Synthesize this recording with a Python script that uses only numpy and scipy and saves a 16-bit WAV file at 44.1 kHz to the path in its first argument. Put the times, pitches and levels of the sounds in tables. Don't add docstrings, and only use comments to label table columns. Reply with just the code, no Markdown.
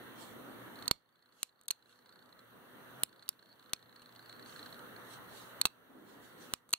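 import sys
import numpy as np
from scipy import signal
from scipy.fft import rfft, irfft
from scipy.io import wavfile
from scipy.ndimage import uniform_filter1d

SR = 44100
rng = np.random.default_rng(int(sys.argv[2]) if len(sys.argv) > 2 else 0)


def undo_db(level):
    steps = np.asarray(level, float) / 20
    return 10 ** steps


def output_pcm(signal):
    pcm = np.clip(np.atleast_2d(signal).T, -1, 1) * 32767
    wavfile.write(sys.argv[1], SR, np.round(pcm).astype(np.int16))


N = 298977

# pitch_hz, left_over_right_db
PORTS = [(300, 6), (2000, -7.5), (4200, -4), (5600, 2), (9000, 5), (13000, 11), (16000, -1)]
# pitch_hz, left_over_right_db
SLOTS = [(4200, -7.5), (4800, -2), (5250, -8), (5750, 0), (6350, 11.5), (6900, -0.5), (9000, -2),
         (15000, 0)]
# pitch_hz, likeness (-1 to 1)
PORT_LIKENESS = [(60, -0.19), (130, 0.32), (290, 0.42), (640, 0.27), (1410, 0.33), (3100, -0.48),
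                 (6820, 0.046), (15000, 0.04)]


def evened(x):
    return x / np.sqrt(np.mean(x ** 2) + 1e-20)


def read(points, hz):
    f, value = np.transpose(points)
    return np.interp(np.log(hz + 1), np.log(f + 1), value)


def add(mix, start_s, sound):
    part = mix[:, round(start_s * SR):][:, :sound.shape[1]]
    part += sound[:, :part.shape[1]]


def noise(colour, same=((1, 0), (2, 0)), pan=((1, 0), (2, 0)), patchy_db=0.):
    hz = np.fft.rfftfreq(1024, 1 / SR)
    a, b, c, d, patches = rng.standard_normal((N // 256 + 5, 513, 5)).T
    patches = uniform_filter1d(patches, size=10, axis=0)
    patches = evened(uniform_filter1d(patches, size=14, axis=1))
    like = np.clip(read(same, hz), -1, 1)[:, None]
    left = a + 1j * b
    right = like * left + np.sqrt(1 - like ** 2) * (c + 1j * d)
    tilt_db = np.outer([.5, -.5], read(pan, hz))
    db = (read(colour, hz) + tilt_db)[..., None] + patchy_db * patches
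    below_edge = (hz < 15760)[:, None]
    spectra = np.array([left, right]) * undo_db(db) * below_edge
    return evened(signal.istft(spectra, nperseg=1024, noverlap=768)[1][:, :N])


def ring(modes, narrow, facing_db=(0, 0, 0, 0), steep=1):
    facing_hz = [3500, 6500, 10000, 14000]
    hz = abs(np.fft.fftfreq(4096, 1 / SR))
    peak_hz, width_hz, db = np.transpose(modes)[..., None]
    detune = 2 * (hz - peak_hz) / np.maximum(narrow * width_hz, 170)
    power = (undo_db(2 * db) / (1 + detune ** 2) ** steep).sum(0)
    power = power * hz ** 2 / (hz ** 2 + 2300 ** 2)
    tilt_db = read(PORTS, hz) + np.interp(hz, facing_hz, facing_db)
    log_gain = np.log(power + 1e-9) / 2 + np.log(undo_db(np.outer([.5, -.5], tilt_db)))
    spectrum = np.exp(log_gain - 1j * signal.hilbert(log_gain).imag)
    left, right = np.fft.ifft(spectrum).real[:, :1200]
    return np.array([left, np.roll(right, 1)])


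def contact(chatter_ms, blow=22, rise=0.025):
    u = np.arange(600) / SR / (chatter_ms / 1000)
    impacts = rng.standard_normal(600) ** 3
    return blow * (u == 0) + impacts * (1 - np.exp(-u / rise)) * np.exp(-u)


def quiet_room():
    # pitch_hz, density_db per Hz
    wash = [(30, -47), (60, -16), (115, -9), (160, -4), (260, -2.5), (500, -4), (800, -7.5), (1300, -2.5),
            (1900, -8), (2250, -16.5), (3000, -14), (4300, -19.5), (5500, -34.5), (7000, -37),
            (10000, -56.5)]
    # pitch_hz, left_over_right_db
    wash_pan = [(200, 1), (1300, -2), (2800, -0.5), (4200, -8.5), (6200, 21), (8000, -4.5)]
    # pitch_hz, density_db per Hz
    hiss = [(3000, -23.5), (6600, -10), (6900, -19), (7150, -9.5), (7450, -15), (7800, -7), (10000, -4),
            (15500, 1.5)]
    # pitch_hz, level_db rms
    fan_lines = [(120, -68), (248, -68.5), (398, -76), (500, -68.5)]
    t = np.arange(N) / SR

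    def waver():
        slow = uniform_filter1d(rng.standard_normal(N), size=4000)
        return evened(uniform_filter1d(slow, size=4000))

    out = undo_db(-53) * noise(wash, PORT_LIKENESS, wash_pan, patchy_db=1.5)
    out += undo_db(-64) * noise(hiss, pan=SLOTS, patchy_db=1.5)
    for hz, db in fan_lines:
        out += undo_db(db + 0.5 + 3.0 * waver()) * np.sin(2 * np.pi * hz * t + 1.6 * waver())
    return out


def gain_control_db():
    # start_s, depth_db
    dips = [(.88, -6.5), (.912, -23.5), (1.431, -23), (1.71, -18), (3.034, -14), (3.289, -15),
            (3.734, -12.5), (4.782, 3), (5.614, -6), (5.656, -13), (6.537, -18.5), (6.736, -42)]
    fall_s, hold_s, recover_db_per_s = 0.0067, 0.065, 15
    start_s, depth_db = np.transpose(dips)[..., None]
    since = np.maximum(np.arange(N) / SR - start_s, 0)
    fall = depth_db * (1 - np.exp(-since / fall_s))
    recovery = recover_db_per_s * np.maximum(since - hold_s, 0)
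    return np.minimum((fall + recovery).min(0), 0)


def lens_drive():
    # pitch_hz, width_hz, level_db
    case = [(4260, 144, -4.5), (4223, 98, 2.5), (3650, 250, -8), (8100, 1000, -20), (1600, 210, -2)]
    # pitch_hz, density_db per Hz
    whir_colour = [(3000, -32), (3700, -15.5), (4100, -4), (4300, 0), (4600, -8.5), (5200, -32)]
    # start_s, level_db
    first_hunt = [(0.758, -54), (0.79, -52), (0.8255, -45), (0.8581, -49.5), (0.9568, -72), (0.9939, -79.5),
                  (1.0229, -79.5), (1.06, -76.5), (1.0915, -72), (1.1267, -76), (1.1586, -68), (1.193, -73),
                  (1.2255, -67), (1.26, -65.5), (1.2916, -70), (1.325, -66.5), (1.3556, -83.5),
                  (1.3908, -72), (1.4609, -73), (1.493, -65.5), (1.5268, -74), (1.559, -76), (1.5933, -69),
                  (1.6242, -73.0), (1.6577, -72), (1.7228, -58), (1.7604, -70), (1.7926, -73),
                  (1.826, -64.5), (1.8598, -65.5), (1.895, -64.5), (1.9267, -63), (1.959, -66),
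                  (1.991, -63.5), (2.024, -67), (2.0605, -59), (2.0934, -58), (2.1262, -59.5),
                  (2.1592, -58.5), (2.192, -61), (2.2263, -61), (2.26, -63.0), (2.2927, -63),
                  (2.3268, -56.5), (2.3621, -89), (2.3933, -56.5)]
    # start_s, level_db
    second_hunt = [(3.061, -66), (3.093, -63.5), (3.129, -59), (3.1613, -64), (3.1954, -57.5),
                   (3.2265, -53), (3.2606, -65), (3.3297, -61), (3.3588, -91), (3.3936, -60),
                   (3.4276, -57.5), (3.4599, -63.5), (3.493, -63.5), (3.5283, -59.5), (3.5579, -72.5),
                   (3.596, -59.0), (3.6276, -60), (3.661, -61), (3.6962, -57.5), (3.7633, -58.5),
                   (3.7943, -63.5), (3.8278, -58), (3.8608, -65), (3.8944, -61), (3.9276, -60),
                   (3.9621, -55), (3.9961, -58.5), (4.06, -54.5), (4.0925, -58.5), (4.1257, -58),
                   (4.1618, -53.5), (4.1945, -51.5), (4.2273, -58), (4.2607, -55.5), (4.2964, -48.5),
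                   (4.3277, -50.5), (4.3645, -61), (4.3963, -51), (4.427, -52.5), (4.4615, -51),
                   (4.4959, -53), (4.5265, -56), (4.5625, -47.5), (4.5945, -45), (4.629, -47.5),
                   (4.6617, -46), (4.693, -57), (4.7275, -47.5), (4.7452, -50.5), (4.759, -62),
                   (4.8257, -65), (4.8643, -67.5), (4.8924, -78.0), (4.9283, -77), (4.964, -51),
                   (4.9986, -68)]
    out, whir, t = np.zeros((2, N)), np.zeros(N), np.arange(N) / SR
    bodies = []
    for shift in (-0.026, 0, 0, 0.026):
        modes = [(hz * (1 + shift), width_hz, db) for hz, width_hz, db in case]
        bodies.append(ring(modes, narrow=0.93, steep=1.11))
    for start_s, db in first_hunt + second_hunt:
        step = contact(1.6, blow=8, rise=0.31)[:400]
        shudder = 0.23 * contact(2.7, blow=0, rise=1.0)
        body = bodies[rng.integers(len(bodies))]
        buzz = signal.fftconvolve(np.concatenate([step, shudder])[None], body, axes=1)
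        crest = np.sqrt(uniform_filter1d(buzz.mean(0) ** 2, size=88).max())
        add(out, start_s - .0015, undo_db(db) * buzz / crest)
    for hunt in (first_hunt, second_hunt):
        whir += undo_db(np.interp(t, *np.transpose(hunt), -200, -200))
    whir_noise = noise(whir_colour, same=[(3000, 0.84), (5000, 0.85)], pan=PORTS, patchy_db=6.0)
    out += whir * undo_db(-16.5) * whir_noise
    return signal.sosfilt(signal.butter(4, 11000, fs=SR, output="sos"), out)


def strokes(rows, fade_db):
    t, out = np.arange(N) / SR, np.zeros(N)
    for start_s, length_s, db, share in rows:
        end_s = start_s + length_s
        swell_db = np.interp(t, [start_s, start_s + share * length_s, end_s], [fade_db, 0, fade_db])
        out += undo_db(db + swell_db) * np.clip(np.minimum(t - start_s, end_s - t) / 0.0094, 0, 1)
    return out


def hands():
    # start_s, length_s, peak_db, share before the peak
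    rubs = [(.15, 0.19, -63.5, 0.36), (1.32, 0.18, -75.5, 0.56), (1.84, 0.19, -80, 0.36),
            (4.44, 0.35, -70.5, 0.1), (5.04, 0.15, -65.5, 0.66), (5.28, 0.26, -66, 0.37),
            (6.05, 0.2, -75.5, 0.23), (6.21, 0.14, -73, 0.27), (6.37, 0.22, -71, 0.21)]
    # pitch_hz, density_db per Hz
    rub_colour = [(800, -37), (2200, -11), (4200, -4.5), (6000, -11.5), (8500, -9.5), (12000, -17),
                  (15500, -26)]
    # start_s, length_s, peak_db, share before the peak
    shuffles = [
        (-.1, 1, -55, 0.55),
        (5.89, 0.373, -58.5, 0.16),
    ]
    shuffle_colour = [(120, -28.0), (190, -13.5), (260, -4.0), (360, -10), (520, -15.0),
                      (900, -20), (3000, -48.0)]
    slide = noise(rub_colour, pan=SLOTS, patchy_db=3.0)
    shuffle = noise(shuffle_colour, same=PORT_LIKENESS, patchy_db=1.0)
    return undo_db(11.0) * strokes(rubs, -15) * slide + strokes(shuffles, -3.5) * shuffle


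def flattened(drive):
    z = rfft(np.pad(drive, (40, 384)))
    return irfft(z / np.sqrt(uniform_filter1d(abs(z) ** 2, size=21)))[:640]


def strike(db, chatter_ms, thump_db, knock_db, pan_db, body):
    drive = flattened(contact(chatter_ms + 0.15))
    sound = signal.fftconvolve(drive[None], body, axes=1)
    sound /= -abs(sound.mean(0)).max()
    t = np.maximum(np.arange(sound.shape[1]) - 40, 0) / SR
    push = 3600 * t * np.exp(1 - 3600 * t)
    knock = np.sin(2 * np.pi * 1200 * t) * np.exp(-np.pi * 330 * t)
    low = undo_db(thump_db) * push + undo_db(knock_db) * knock
    return undo_db(db + pan_db * np.array([[.5], [-.5]])) * (sound + low * [[.9], [1.1]])


def steel_part(modes, hits, chatter_ms, knock_db, knock_per_thump, facing_db):
    out = np.zeros((2, N))
    for start_s, db, thump_db, pan_db, bright_db in hits:
        tilted = [(hz, width_hz, mode_db + bright_db * np.log2(hz / 4200))
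                  for hz, width_hz, mode_db in modes]
        body = ring(tilted, narrow=1.4, steep=1.05, facing_db=facing_db)
        hit_knock_db = knock_db + knock_per_thump * (thump_db + 30)
        add(out, start_s - 40 / SR, strike(db, chatter_ms, thump_db, hit_knock_db, pan_db, body))
    return out


def sear():
    # pitch_hz, width_hz, level_db
    modes = [(4255, 210, -1), (5930, 250, -23.5), (6400, 220, -12), (8150, 550, -9.5), (9800, 400, -21),
             (11230, 700, -16), (13200, 500, -17.5)]
    # start_s, peak_db, thump_db, left_over_right_db, brightness_db per octave
    hits = [
        (0.826, -51, -25.5, 2.5, -2.5),
        (.856, -55, -26, 3, -7),
        (0.8792, -19.5, -18.5, -5, 0.5),
        (0.8803, -20, -37.5, -5.5, -1.5),
        (5.6143, -13, -31.5, -4, -2),
        (5.6144, -23, -39, 0, -2),
    ]
    return steel_part(modes, hits, 1, -23, 0.32, [-3, 1.5, 0, 3.5])


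def trigger():
    # pitch_hz, width_hz, level_db
    modes = [(2530, 290, -12), (3500, 810, -11.5), (4300, 210, 3.5), (5370, 270, -15), (7700, 1400, -11),
             (9500, 350, -29.5), (11600, 970, -13.5), (15200, 890, -15)]
    # start_s, peak_db, thump_db, left_over_right_db, brightness_db per octave
    hits = [
        (0.9105, -44.5, -9, -6, 0.015),
        (0.912, -12, -10.5, -3, 0.00065),
    ]
    return steel_part(modes, hits, 1.3, -12.5, 0, [-1, -4, -0.5, 2.5])


def bolt():
    # pitch_hz, width_hz, level_db
    modes = [(2647, 124, -1.5), (4130, 320, 2.5), (6290, 130, -8), (7880, 180, -6), (8700, 250, -10),
             (9700, 200, -14.5), (10900, 340, -12.5), (11900, 610, -16), (14000, 600, -19.5),
             (15330, 780, -15.5)]
    # start_s, peak_db, thump_db, left_over_right_db, brightness_db per octave
    hits = [
        (5.6544, -10.5, -23, -5.5, 0.21),
        (5.66, -24.5, -27, 9, -0.21),
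        (5.669, -33.5, -21, -5, -0.79),
    ]
    return steel_part(modes, hits, 1.7, -11, 0.38, [.1, 5, 2.1, 1.1])


def safety():
    # pitch_hz, width_hz, level_db
    modes = [(2940, 390, -2.5), (4170, 310, 1), (4640, 190, -8.5), (5300, 210, -9), (5890, 300, -9.5),
             (6690, 400, -1.5), (7780, 650, -3), (9050, 450, 1), (11400, 710, -4.5), (13400, 680, -12),
             (14200, 190, -10), (14600, 180, -13.5)]
    # start_s, peak_db, thump_db, left_over_right_db, brightness_db per octave
    hits = [
        (1.4307, -13.5, -34.5, -4.5, 0.0049),
    ]
    return steel_part(modes, hits, 1, -25, 0, [.1, 5.2, 3.1, 3.1])


def hammer_seat():
    # pitch_hz, width_hz, level_db
    modes = [(2920, 150, -3), (4090, 810, -2.5), (5360, 270, -8), (6100, 250, -3), (6600, 160, -9),
             (7220, 330, -3), (8260, 380, -2), (10700, 980, -5), (13200, 270, -27), (14200, 290, -17),
             (15000, 610, -11), (15700, 560, -9)]
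    # start_s, peak_db, thump_db, left_over_right_db, brightness_db per octave
    hits = [
        (6.5373, -13.5, -23, -5.5, 0.0027),
    ]
    return steel_part(modes, hits, 0.31, -14, 0, [-2, 3, 3.5, -1])


def trigger_spring():
    # pitch_hz, width_hz, level_db
    modes = [(3440, 290, -4), (3760, 89, 6), (4380, 270, 4), (6440, 270, 1.5), (8200, 450, 3),
             (9050, 490, -0.5), (10300, 460, -3), (11300, 280, -3), (13330, 600, -9.5)]
    # start_s, peak_db, thump_db, left_over_right_db, brightness_db per octave
    hits = [(1.613, -49, -21.5, -5, 5), (1.6356, -54, -26, 0, 7), (1.657, -61, -37, 5, 0),
            (1.6823, -25.5, -41, 9, 5.5), (1.685, -28, -36, -1, -4.5), (6.6914, -44, -17.5, -3.5, 5.5),
            (6.695, -55, -30, 1, 4), (6.703, -56, -30, -3, 3), (6.707, -42, -28, -6, 10),
            (6.7171, -56, -31, -13, -1), (6.7287, -27, -37, -5, 6), (6.7309, -15, -38.5, 3, 4),
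            (6.733, -24.5, -31, -6, -1)]
    return steel_part(modes, hits, 0.9, -19, 0.99, [-3.5, 2, -2, -1])


def trigger_reset():
    # pitch_hz, width_hz, level_db
    modes = [(2800, 95, 6), (4270, 230, 7), (6470, 220, -2), (8000, 210, -15), (8030, 440, -10.5),
             (9600, 620, -7.5), (11100, 230, -16), (12720, 1000, -15), (14560, 270, -14.5)]
    # start_s, peak_db, thump_db, left_over_right_db, brightness_db per octave
    hits = [
        (1.706, -24.5, -50, -15.5, 3),
        (1.7089, -25, -60, 0.5, 3),
        (1.7101, -23.5, -34, 11.5, 4),
        (6.7352, -29.5, -60, 0.5, 0.5),
        (6.7361, -11.5, -33, -4.5, 0.5),
    ]
    return steel_part(modes, hits, 0.97, -11, 1, [1, 8, -2, 8])


def first_notch():
    # pitch_hz, width_hz, level_db
    modes = [(2920, 300, -4), (3970, 280, 0.5), (5220, 250, -9), (7100, 300, -24), (7750, 240, -3.5),
             (9100, 420, 1.5), (11280, 620, -1), (13400, 800, -10.5), (14830, 660, -8)]
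    # start_s, peak_db, thump_db, left_over_right_db, brightness_db per octave
    hits = [
        (3.0348, -10.5, -22, 0.65, 0.008),
    ]
    return steel_part(modes, hits, 0.62, -31.5, 0, [-4, -4, -22.5, 9.5])


def half_notch():
    # pitch_hz, width_hz, level_db
    modes = [(2930, 190, -9.5), (3880, 220, -0.5), (4590, 150, 0.5), (5340, 200, -3), (5900, 220, -4),
             (7100, 270, -5.5), (9700, 870, -2), (10900, 990, -0.5), (13800, 400, -22), (15580, 720, -10)]
    # start_s, peak_db, thump_db, left_over_right_db, brightness_db per octave
    hits = [
        (3.2806, -40, -24, 1.5, -11.5),
        (3.2905, -17, -42, 1.6, 0),
    ]
    return steel_part(modes, hits, 0.67, -22.5, 0, [-4, -6, -17.5, 12.5])


def creep():
    # pitch_hz, width_hz, level_db
    modes = [(2920, 170, 8), (4170, 180, 9), (6300, 500, -10), (8250, 660, -4), (10800, 1000, -13)]
    # start_s, peak_db, thump_db, left_over_right_db, brightness_db per octave
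    hits = [
        (3.642, -58, -30, 0, 3),
        (3.9595, -55, -27, 10, 0),
        (4.0197, -48, -14, 4, 1),
        (4.0275, -55, -23, -2, 1),
        (4.151, -53, -25, 0, -2),
        (4.7925, -47, -40, -4, 2),
    ]
    return steel_part(modes, hits, 2.5, -9, 0.33, [.1, .1, .1, .1])


def full_notch():
    # pitch_hz, width_hz, level_db
    modes = [(2800, 1100, -10.5), (3660, 170, -1), (4200, 110, 0), (5030, 220, 0), (6110, 130, -0.5),
             (7700, 240, -7), (8470, 270, -3), (9700, 300, -7), (11450, 500, -9), (12900, 300, -18),
             (14070, 600, -15)]
    # start_s, peak_db, thump_db, left_over_right_db, brightness_db per octave
    hits = [
        (3.734, -12.5, -24.5, -5.5, -0.5),
    ]
    return steel_part(modes, hits, 0.45, -24.5, 0, [2.5, 2.4, .1, 4.4])


def revolver():
    lock = sear() + trigger() + bolt() + safety()
    hammer = first_notch() + half_notch() + full_notch() + creep() + hammer_seat()
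    return lock + hammer + trigger_spring() + trigger_reset()


def echo(x):
    t60_s, delay_s = 0.2, 0.005
    t = np.arange(SR // 3) / SR
    tail = rng.standard_normal((2, len(t))) * undo_db(-60 * t / t60_s) * (t > delay_s)
    tail = signal.lfilter([1], [1, -0.65], tail)
    return signal.fftconvolve(x, tail / np.linalg.norm(tail[0]), axes=1)[:, :N]


def scene():
    background = undo_db(gain_control_db()) * quiet_room()
    steel = revolver()
    return background + lens_drive() + hands() + undo_db(-30.5) * echo(steel) + steel


def treble_dropouts(x):
    # start_s, length_s, lowest_lost_hz
    gaps = [(.886, .021, 9500), (.897, .01, 4900), (1.667, .012, 1000), (1.69, .006, 7500),
            (1.696, .006, 13000), (5.62, .014, 11500), (5.625, .009, 5000), (6.722, .004, 2500),
            (6.7405, .0065, 4800), (3.714, .007, 5000), (3.273, .006, 5000)]
    out = x.copy()
    margin = 500
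    for start_s, length_s, edge_hz in gaps:
        start, n = round(start_s * SR), round(length_s * SR)
        highpass = signal.butter(4, edge_hz, "high", fs=SR, output="sos")
        treble = signal.sosfiltfilt(highpass, out[:, start - margin:start + n + margin])
        out[:, start:start + n] -= signal.windows.tukey(n, .3) * treble[:, margin:-margin]
    return out


def band_limit(x):
    return signal.sosfilt(signal.butter(12, 16600, fs=SR, output="sos"), x)


def record(dry):
    # pitch_hz, width_hz
    notches = [(2490, 95), (2500, 92), (4820, 150), (4900, 160), (4970, 190), (5050, 160), (5220, 110),
               (7500, 97), (7505, 76)]
    for hz, width_hz in notches:
        dry = signal.lfilter(*signal.iirnotch(hz, hz / width_hz, SR), dry)
    limit = signal.firwin(61, 16100, window=("kaiser", 7), fs=SR)
    mix = treble_dropouts(signal.oaconvolve(dry, limit[None], "same"))
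    return band_limit(mix)


dry = scene()
out = record(dry)
output_pcm(out)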